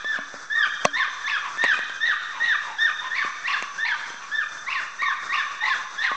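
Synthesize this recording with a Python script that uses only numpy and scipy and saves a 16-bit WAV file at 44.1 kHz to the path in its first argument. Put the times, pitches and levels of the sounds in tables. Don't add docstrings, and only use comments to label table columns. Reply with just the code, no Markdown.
import sys
import numpy as np
from scipy import signal
from scipy.fft import rfft, irfft
from scipy.io import wavfile
from scipy.ndimage import uniform_filter1d

SR = 44100
rng = np.random.default_rng(int(sys.argv[2]) if len(sys.argv) > 2 else 0)


def generate_wav(signal):
    frames = np.transpose(np.atleast_2d(signal))
    scaled = np.clip(frames, -1, 1) * 32767
    pcm = np.round(scaled).astype(np.int16)
    wavfile.write(sys.argv[1], SR, pcm)


def gain_from_decibels(decibels):
    exponent = np.asarray(decibels, float) / 20
    return 10 ** exponent


N = 271656

# start in seconds, length until the pitch has dropped in seconds,
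# level in dB, held pitch in Hz, opening pitch in Hz.
YELPS = [(.04, 0.13, -25, 1790, 1666), (.495, 0.16, -21, 1807, 1572), (.925, 0.12, -22, 1900, 1546),
         (1.235, .14, -23, 1800, 1611), (1.575, 0.16, -20, 1848, 1675), (2.0, 0.13, -20, 1859, 1657),
         (2.395, 0.15, -19, 1900, 1743), (2.78, 0.11, -20, 1855, 1565), (3.1, 0.14, -24, 1899, 1571),
         (3.435, 0.13, -22.5, 1943, 1619), (3.775, .165, -23.5, 1844, 1393), (4.31, .12, -23.5, 1799, 1553),
         (4.66, 0.15, -25.5, 1960, 1737), (4.985, .14, -24.5, 1892, 1797), (5.285, 0.14, -24, 1900, 1824),
         (5.6, 0.15, -23, 1875, 1763), (5.975, 0.12, -23, 1840, 1560)]
# time of the top in seconds, top pitch in Hz,
# climb in seconds, fall in seconds, roughness from 0 to 1.
BREAKS = [(0.553, 1855, 0.011, 0.049, 0), (.985, 2120, .035, .02, 0.45), (1.288, 2700, 0.018, 0.025, 0.6),
          (1.638, 1900, .03, 0.041, .4), (2.062, 1950, 0.018, .025, 0.2), (2.451, 1900, 0.049, 0.036, 0.2),
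          (2.839, 1863, 0.015, .03, 0), (3.167, 2350, .025, .03, .55), (3.489, 2795, .035, 0.049, 0.8),
          (3.863, 2300, .025, 0.028, 0.68), (4.369, 1797, 0.032, 0.012, 0),
          (4.705, 2637, 0.044, 0.056, 0.5), (5.022, 2256, 0.011, 0.037, .18),
          (5.342, 2690, 0.03, 0.033, 0.6), (5.639, 1850, 0.015, 0.047, .4),
          (5.688, 2493, 0.036, 0.012, 0.71), (6.035, 2017, 0.026, 0.033, 0.7)]
# start in seconds, length in seconds, pitch in Hz, level in dB.
LOWER_VOICE = [(.55, 0.1, 1196, -37), (.955, 0.065, 1060, -30), (1.27, 0.026, 1129, -24.5),
               (3.155, 0.2, 1095, -36), (3.47, .085, 1135, -30.5), (3.835, 0.13, 984, -39),
               (4.67, 0.057, 1080, -31.5), (4.72, 0.052, 1099, -31), (5.015, 0.035, 1116, -26),
               (5.075, 0.021, 1088, -21), (5.315, 0.0615, 1104, -27), (5.395, 0.024, 1165, -33.5),
               (5.615, 0.045, 875, -33.5), (5.655, 0.045, 1031, -27.5), (6.1, 0.044, 1073, -28.5)]
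# start in seconds, length in seconds, level in dB,
# first pitch in Hz, last pitch in Hz.
ANSWERS = [
    (1.41, 0.073, -39.5, 1289, 956),
    (2.3, .1, -44.5, 1296, 909),
    (2.59, .15, -45, 1336, 807),
    (3.005, 0.074, -40.5, 911, 1087),
    (4.195, 0.055, -44, 1441, 1057),
    (2.171, .08, -43.5, 1665, 1347),
]
# frequency in Hz, gain in dB.
THROAT = [(1900, -10), (2400, -3), (2700, -16), (3100, -14), (3600, -12), (3900, -15), (4200, -32),
          (4700, -21), (5300, -19), (5700, -32), (8500, -50)]
# frequency in Hz, density in dB per Hz.
RASP = [(550, -40), (800, -7), (1100, -1), (1450, -8), (2200, 0), (2750, -1), (3050, -14), (3700, -9),
        (4200, -15), (5000, -17), (5700, -24), (8500, -36)]
# multiple of the pitch, level in dB.
SMEAR = [(.5, -12), (1, -4.5), (1.5, -9), (2, 0.5), (3, -5.5)]
# frequency in Hz, t60 in seconds.
FOREST = [(700, 1.5), (1200, 1.92), (1800, 1.02), (2600, 1.4), (3700, 2.1), (6000, 0.57)]
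# frequency in Hz, density in dB per Hz.
AIR = [(30, -24.5), (60, -12.5), (150, -5.5), (400, -5), (800, -0.5), (1500, 12.5), (3000, -16.5),
       (4400, -6), (5400, -3.5), (7000, -9), (8600, -20.5)]
# time in seconds, level in dB.
CHORUS_LEVEL = [(0, -57), (1.5, -54), (2.2, -58.5), (3.5, -54), (5.0, -57), (6.16, -54)]
# frequency in Hz, density in dB per Hz.
CHORUS_BAND = [(4700, -39.5), (5300, -19.5), (5700, -1), (6100, -1), (6350, -6), (6800, -75.5)]
# frequency in Hz, level in dB, t60 in seconds.
BODY = [(203, -36, 0.081), (271.5, -20, 0.38), (414, -19.5, 0.0055), (731, -2, 0.023), (606, -10.5, 0.089),
        (1050, 2.5, 0.023), (1900, -8, 0.012), (2300, -4.5, 0.0063), (4200, -42, 0.071),
        (6230, -30.5, 0.0056)]
# time in seconds, peak in dB, pitch of the struck panel in Hz,
# hardness in dB per octave.
KNOCKS = [(0.045, -32, 580, 4.5), (0.188, -23, 238, -0.5), (0.341, -27.5, 560, -27), (0.671, -37, 827, 3.5),
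          (1.078, -38.5, 590, -19.5), (1.514, -45, 777, -8), (1.574, -42.5, 586, 10.5),
          (1.777, -36, 781, -10.5), (1.791, -34.5, 636, 9.5), (1.834, -37.5, 847, -10),
          (1.897, -43.5, 854, 11), (2.041, -38, 596, -18), (2.089, -36, 711, 0), (2.415, -35, 840, -0.5),
          (3.248, -28, 414, 2.5), (3.625, -43.5, 623, 14.5), (4.103, -39, 490, 5), (4.142, -41.5, 274, 8),
          (5.021, -47, 694, 13), (6.116, -26, 940, 3.5)]
CLICKS = [
    (0.848, -36, 2080, 12),
    (0.852, -30.5, 1900, 16),
    (0.8535, -10.5, 778, 6.5),
    (1.6397, -24.5, 2460, 9.5),
    (1.647, -26, 630, 7),
]
# pitch in Hz, first chirp in seconds, period in seconds, chirp length in seconds,
# level in dB, tooth strikes per second.
CRICKET = (6095, .243, .4235, .21, -55.5, 235)


def read(points, hz):
    f, value = np.transpose(points)
    return np.interp(np.log(hz + 1), np.log(f + 1), value)


def evened(x):
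    return x / np.sqrt(np.mean(x ** 2) + 1e-20)


def add(mix, s, sound):
    part = mix[round(s * SR):][:len(sound)]
    part += sound[:len(part)]


def coloured(colour, size):
    hz = np.fft.rfftfreq(size, 1 / SR)
    spectrum = rfft(rng.standard_normal(size)) * gain_from_decibels(read(colour, hz))
    return evened(irfft(spectrum, size))


def wobble(size, rate_hz):
    points = rng.standard_normal(size)
    return evened(signal.lfilter(*signal.butter(2, rate_hz, fs=SR), points))


def gate(t, length, edge_s):
    return np.sin(np.pi / 2 * np.clip(np.minimum(t, length - t) / edge_s, 0, 1)) ** 2


def folds(hz, rough, overtones_db):
    size = len(hz)
    jitter = (.002 + .1 * rough) * wobble(size, 150)
    phase = 2 * np.pi * np.cumsum(hz * (1 + jitter)) / SR
    flutter = np.exp(.55 * wobble(size, 30))
    overtones = sum(gain_from_decibels(read(THROAT, k * hz) - 6 * (k - 2)) * np.sin(k * phase) for k in (2, 3, 4))
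    tone = np.sin(phase) + gain_from_decibels(overtones_db - 8 * rough) * flutter * overtones
    shimmer = np.exp((.12 + .8 * rough) * wobble(size, 60))
    return np.sqrt(2) * tone * shimmer


def call(hz, strength, rough, overtones_db):
    size = len(hz)
    smear_hz, smear_top_hz, smear_fall_db = 150, 4100, -32
    rough = np.clip(1.2 * rough - .12, 0, 1)
    rough = np.maximum(rough, np.clip((hz - 2100) / 2000, 0, .3))
    gusts = np.exp(.25 * wobble(size, 60))
    strain = abs(uniform_filter1d(rough, size=1100))
    phase = 2 * np.pi * np.cumsum(hz) / SR
    rasp = 1.5 * strain ** 1.5 * coloured(RASP, size) * gusts
    smear = np.zeros(size)
    for k, db in SMEAR:
        octaves_above = np.log2(np.maximum(k * hz / smear_top_hz, 1))
        band = wobble(size, smear_hz * (1 + k) / 2) * np.sin(round(2 * k) / 2 * phase)
        smear += gain_from_decibels(db + smear_fall_db * octaves_above) * band
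    return strength * (folds(hz, rough, overtones_db) + rasp + 1.3 * strain * smear)


def yelp(start, length, level_db, held_hz, open_hz):
    rise_s, sag, bend = .017, .12, 3.03
    drop_s, land_hz, land_s, land_rough = .011, 1206, .019, .2
    attack_s, edge_s, swell_db, drop_db, land_db = .025, .009, 3.5, -25, -8.5
    break_db, push_db = -14.5, 1.5
    t = np.arange(SR // 4) / SR
    late = np.minimum(t / length, 1)
    drop = np.exp(np.minimum(t - length, 0) / drop_s)
    hz = (held_hz + (open_hz - held_hz) * np.exp(-t / rise_s)) * (1 - sag * late ** bend)
    db = level_db + swell_db * (late - 1)
    db += np.where(t < length, drop_db * drop ** 2, land_db)
    rough = .12 + land_rough * drop
    for top, top_hz, climb, fall, top_rough in BREAKS:
        if start < top < start + length:
            since = t + start - top
            climbing = np.clip(1 + since / climb, 0, 1) ** 1.8
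            falling = np.clip(1 - abs(since / fall) ** 2.4, 0, 1)
            leap = np.where(since < 0, climbing, falling)
            strain = top_rough * np.where(since < 0, leap ** 1.46, np.sqrt(leap))
            lift_hz = (top_hz - hz) * leap
            db = db + break_db * strain + push_db * lift_hz / 1000
            hz = hz + lift_hz
            rough = rough + strain
    hz = hz + (land_hz - hz) * drop
    attack = np.minimum(t / attack_s + .29, 1)
    strength = gain_from_decibels(uniform_filter1d(db, size=200)) * attack * gate(t, length + land_s, edge_s)
    return call(hz, strength, rough, -2.5)


def branches(x, echo_db):
    taps = np.zeros(SR // 20)
    at = rng.integers(60, 1800, 9)
    taps[at] = rng.choice([-1., 1.], 9) * gain_from_decibels(echo_db - 60 * at / SR / 2.2)
    taps[0] = 1
    return signal.oaconvolve(x, taps)[:len(x)]


def forest(x, early_db):
    early_s = .3
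    taps = np.zeros(2 * SR)
    at = np.arange(400, 2 * SR - 40, 40)
    taps[at + rng.integers(0, 40, len(at))] = rng.standard_normal(len(at))
    taps *= np.exp(.3 * wobble(len(taps), 25))
    hz, t, z = signal.stft(taps, SR, nperseg=256)
    decay = gain_from_decibels(-60 * t / read(FOREST, hz)[:, None]) + gain_from_decibels(early_db - 60 * t / early_s)
    tail = signal.istft(z * decay, SR, nperseg=256)[1]
    return signal.fftconvolve(x, tail / np.linalg.norm(tail))[:len(x)]


def near_monkey():
    paths = np.zeros((3, N + SR))
    for k, row in enumerate(YELPS):
        add(paths[k % 3], row[0] + 1, yelp(*row))
    for k, (s, *note) in enumerate(LOWER_VOICE):
        add(paths[k % 3], s + 1, lower_voice(*note))
    add(paths[1], .62, yelp(*YELPS[4]))
    heard = branches(paths.sum(0), -19)
    heard += gain_from_decibels(-3.5) * sum(forest(path, 3) for path in paths)
    return heard[SR:]


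def air():
    return gain_from_decibels(-42.5) * coloured(AIR, N) * gain_from_decibels(2.4 * wobble(N, 7.8))


def insect_chorus():
    t = np.arange(N) / SR
    band = coloured(CHORUS_BAND, N)
    throb = 1 + .51 * np.sin(2 * np.pi * 31 * t + .61 * wobble(N, 1))
    return gain_from_decibels(np.interp(t, *np.transpose(CHORUS_LEVEL))) * band * throb


def knocks():
    out, t = np.zeros(N), np.arange(SR // 8) / SR
    for s, peak_db, panel_hz, hard_db in KNOCKS + CLICKS:
        detune = rng.uniform(.94, 1.07, len(BODY))
        ring = gain_from_decibels(-60 * t / .018) * np.sin(2 * np.pi * panel_hz * t)
        crack = uniform_filter1d(rng.standard_normal(len(t)), size=4)
        ring += gain_from_decibels(-27.5 + 3.64 * hard_db - 60 * t / .0073) * crack
        for (hz, db, t60), d in zip(BODY, detune):
            tilt_db = max(hard_db, -4) * np.log2(hz / 500)
            ring += gain_from_decibels(db + tilt_db - 60 * t / t60) * np.sin(2 * np.pi * hz * d * t)
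        add(out, s, gain_from_decibels(peak_db - 3.5) * ring)
    low_cut = signal.butter(4, 190, "high", fs=SR, output="sos")
    return signal.sosfilt(low_cut, out)


def cricket():
    t = np.arange(N) / SR
    hz, first, period, length, level_db, strikes_hz = CRICKET
    singing = uniform_filter1d(1. * ((t - first) % period < length), size=900)
    teeth = 1 + .51 * np.sin(2 * np.pi * strikes_hz * t + .5 * wobble(N, 30))
    note = np.sqrt(2) * np.sin(2 * np.pi * hz * t + .9 * wobble(N, 30))
    note *= np.exp(.3 * wobble(N, 20))
    return gain_from_decibels(level_db) * singing * teeth * note


def lower_voice(length, pitch_hz, level_db):
    t = np.arange(SR // 8) / SR
    hz = pitch_hz * (1 + .035 * wobble(len(t), 25))
    return gain_from_decibels(level_db) * gate(t, length, .015) * folds(hz, .3, -9.5)


def answer(length, level_db, first_hz, last_hz):
    t = np.arange(SR // 4) / SR
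    hz = last_hz + (first_hz - last_hz) * np.clip(1 - t / length, 0, 1) ** 1.9
    hoarse = np.full(len(t), .45)
    return call(hz, gain_from_decibels(level_db) * gate(t, length, .025), hoarse, -17)


def far_monkey():
    calls = np.zeros(N + SR)
    for s, *note in ANSWERS:
        add(calls, s + 1, answer(*note))
    heard = branches(calls, -7) + gain_from_decibels(3) * forest(calls, 5)
    return heard[SR:]


def scene():
    animals = near_monkey() + far_monkey() + insect_chorus() + cricket()
    return (animals + air() + knocks())[None]


def top_cut(x):
    return signal.sosfilt(signal.butter(12, 8660, fs=SR, output="sos"), x)


def record(dry):
    ceiling, offset = .66, .003
    low_pass = signal.firwin(301, 8600, window=("kaiser", 8), fs=SR)
    limited = signal.oaconvolve(dry, low_pass[None], "same")
    return top_cut(np.clip(limited, -ceiling, ceiling) + offset)


dry = scene()
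out = record(dry)
generate_wav(out)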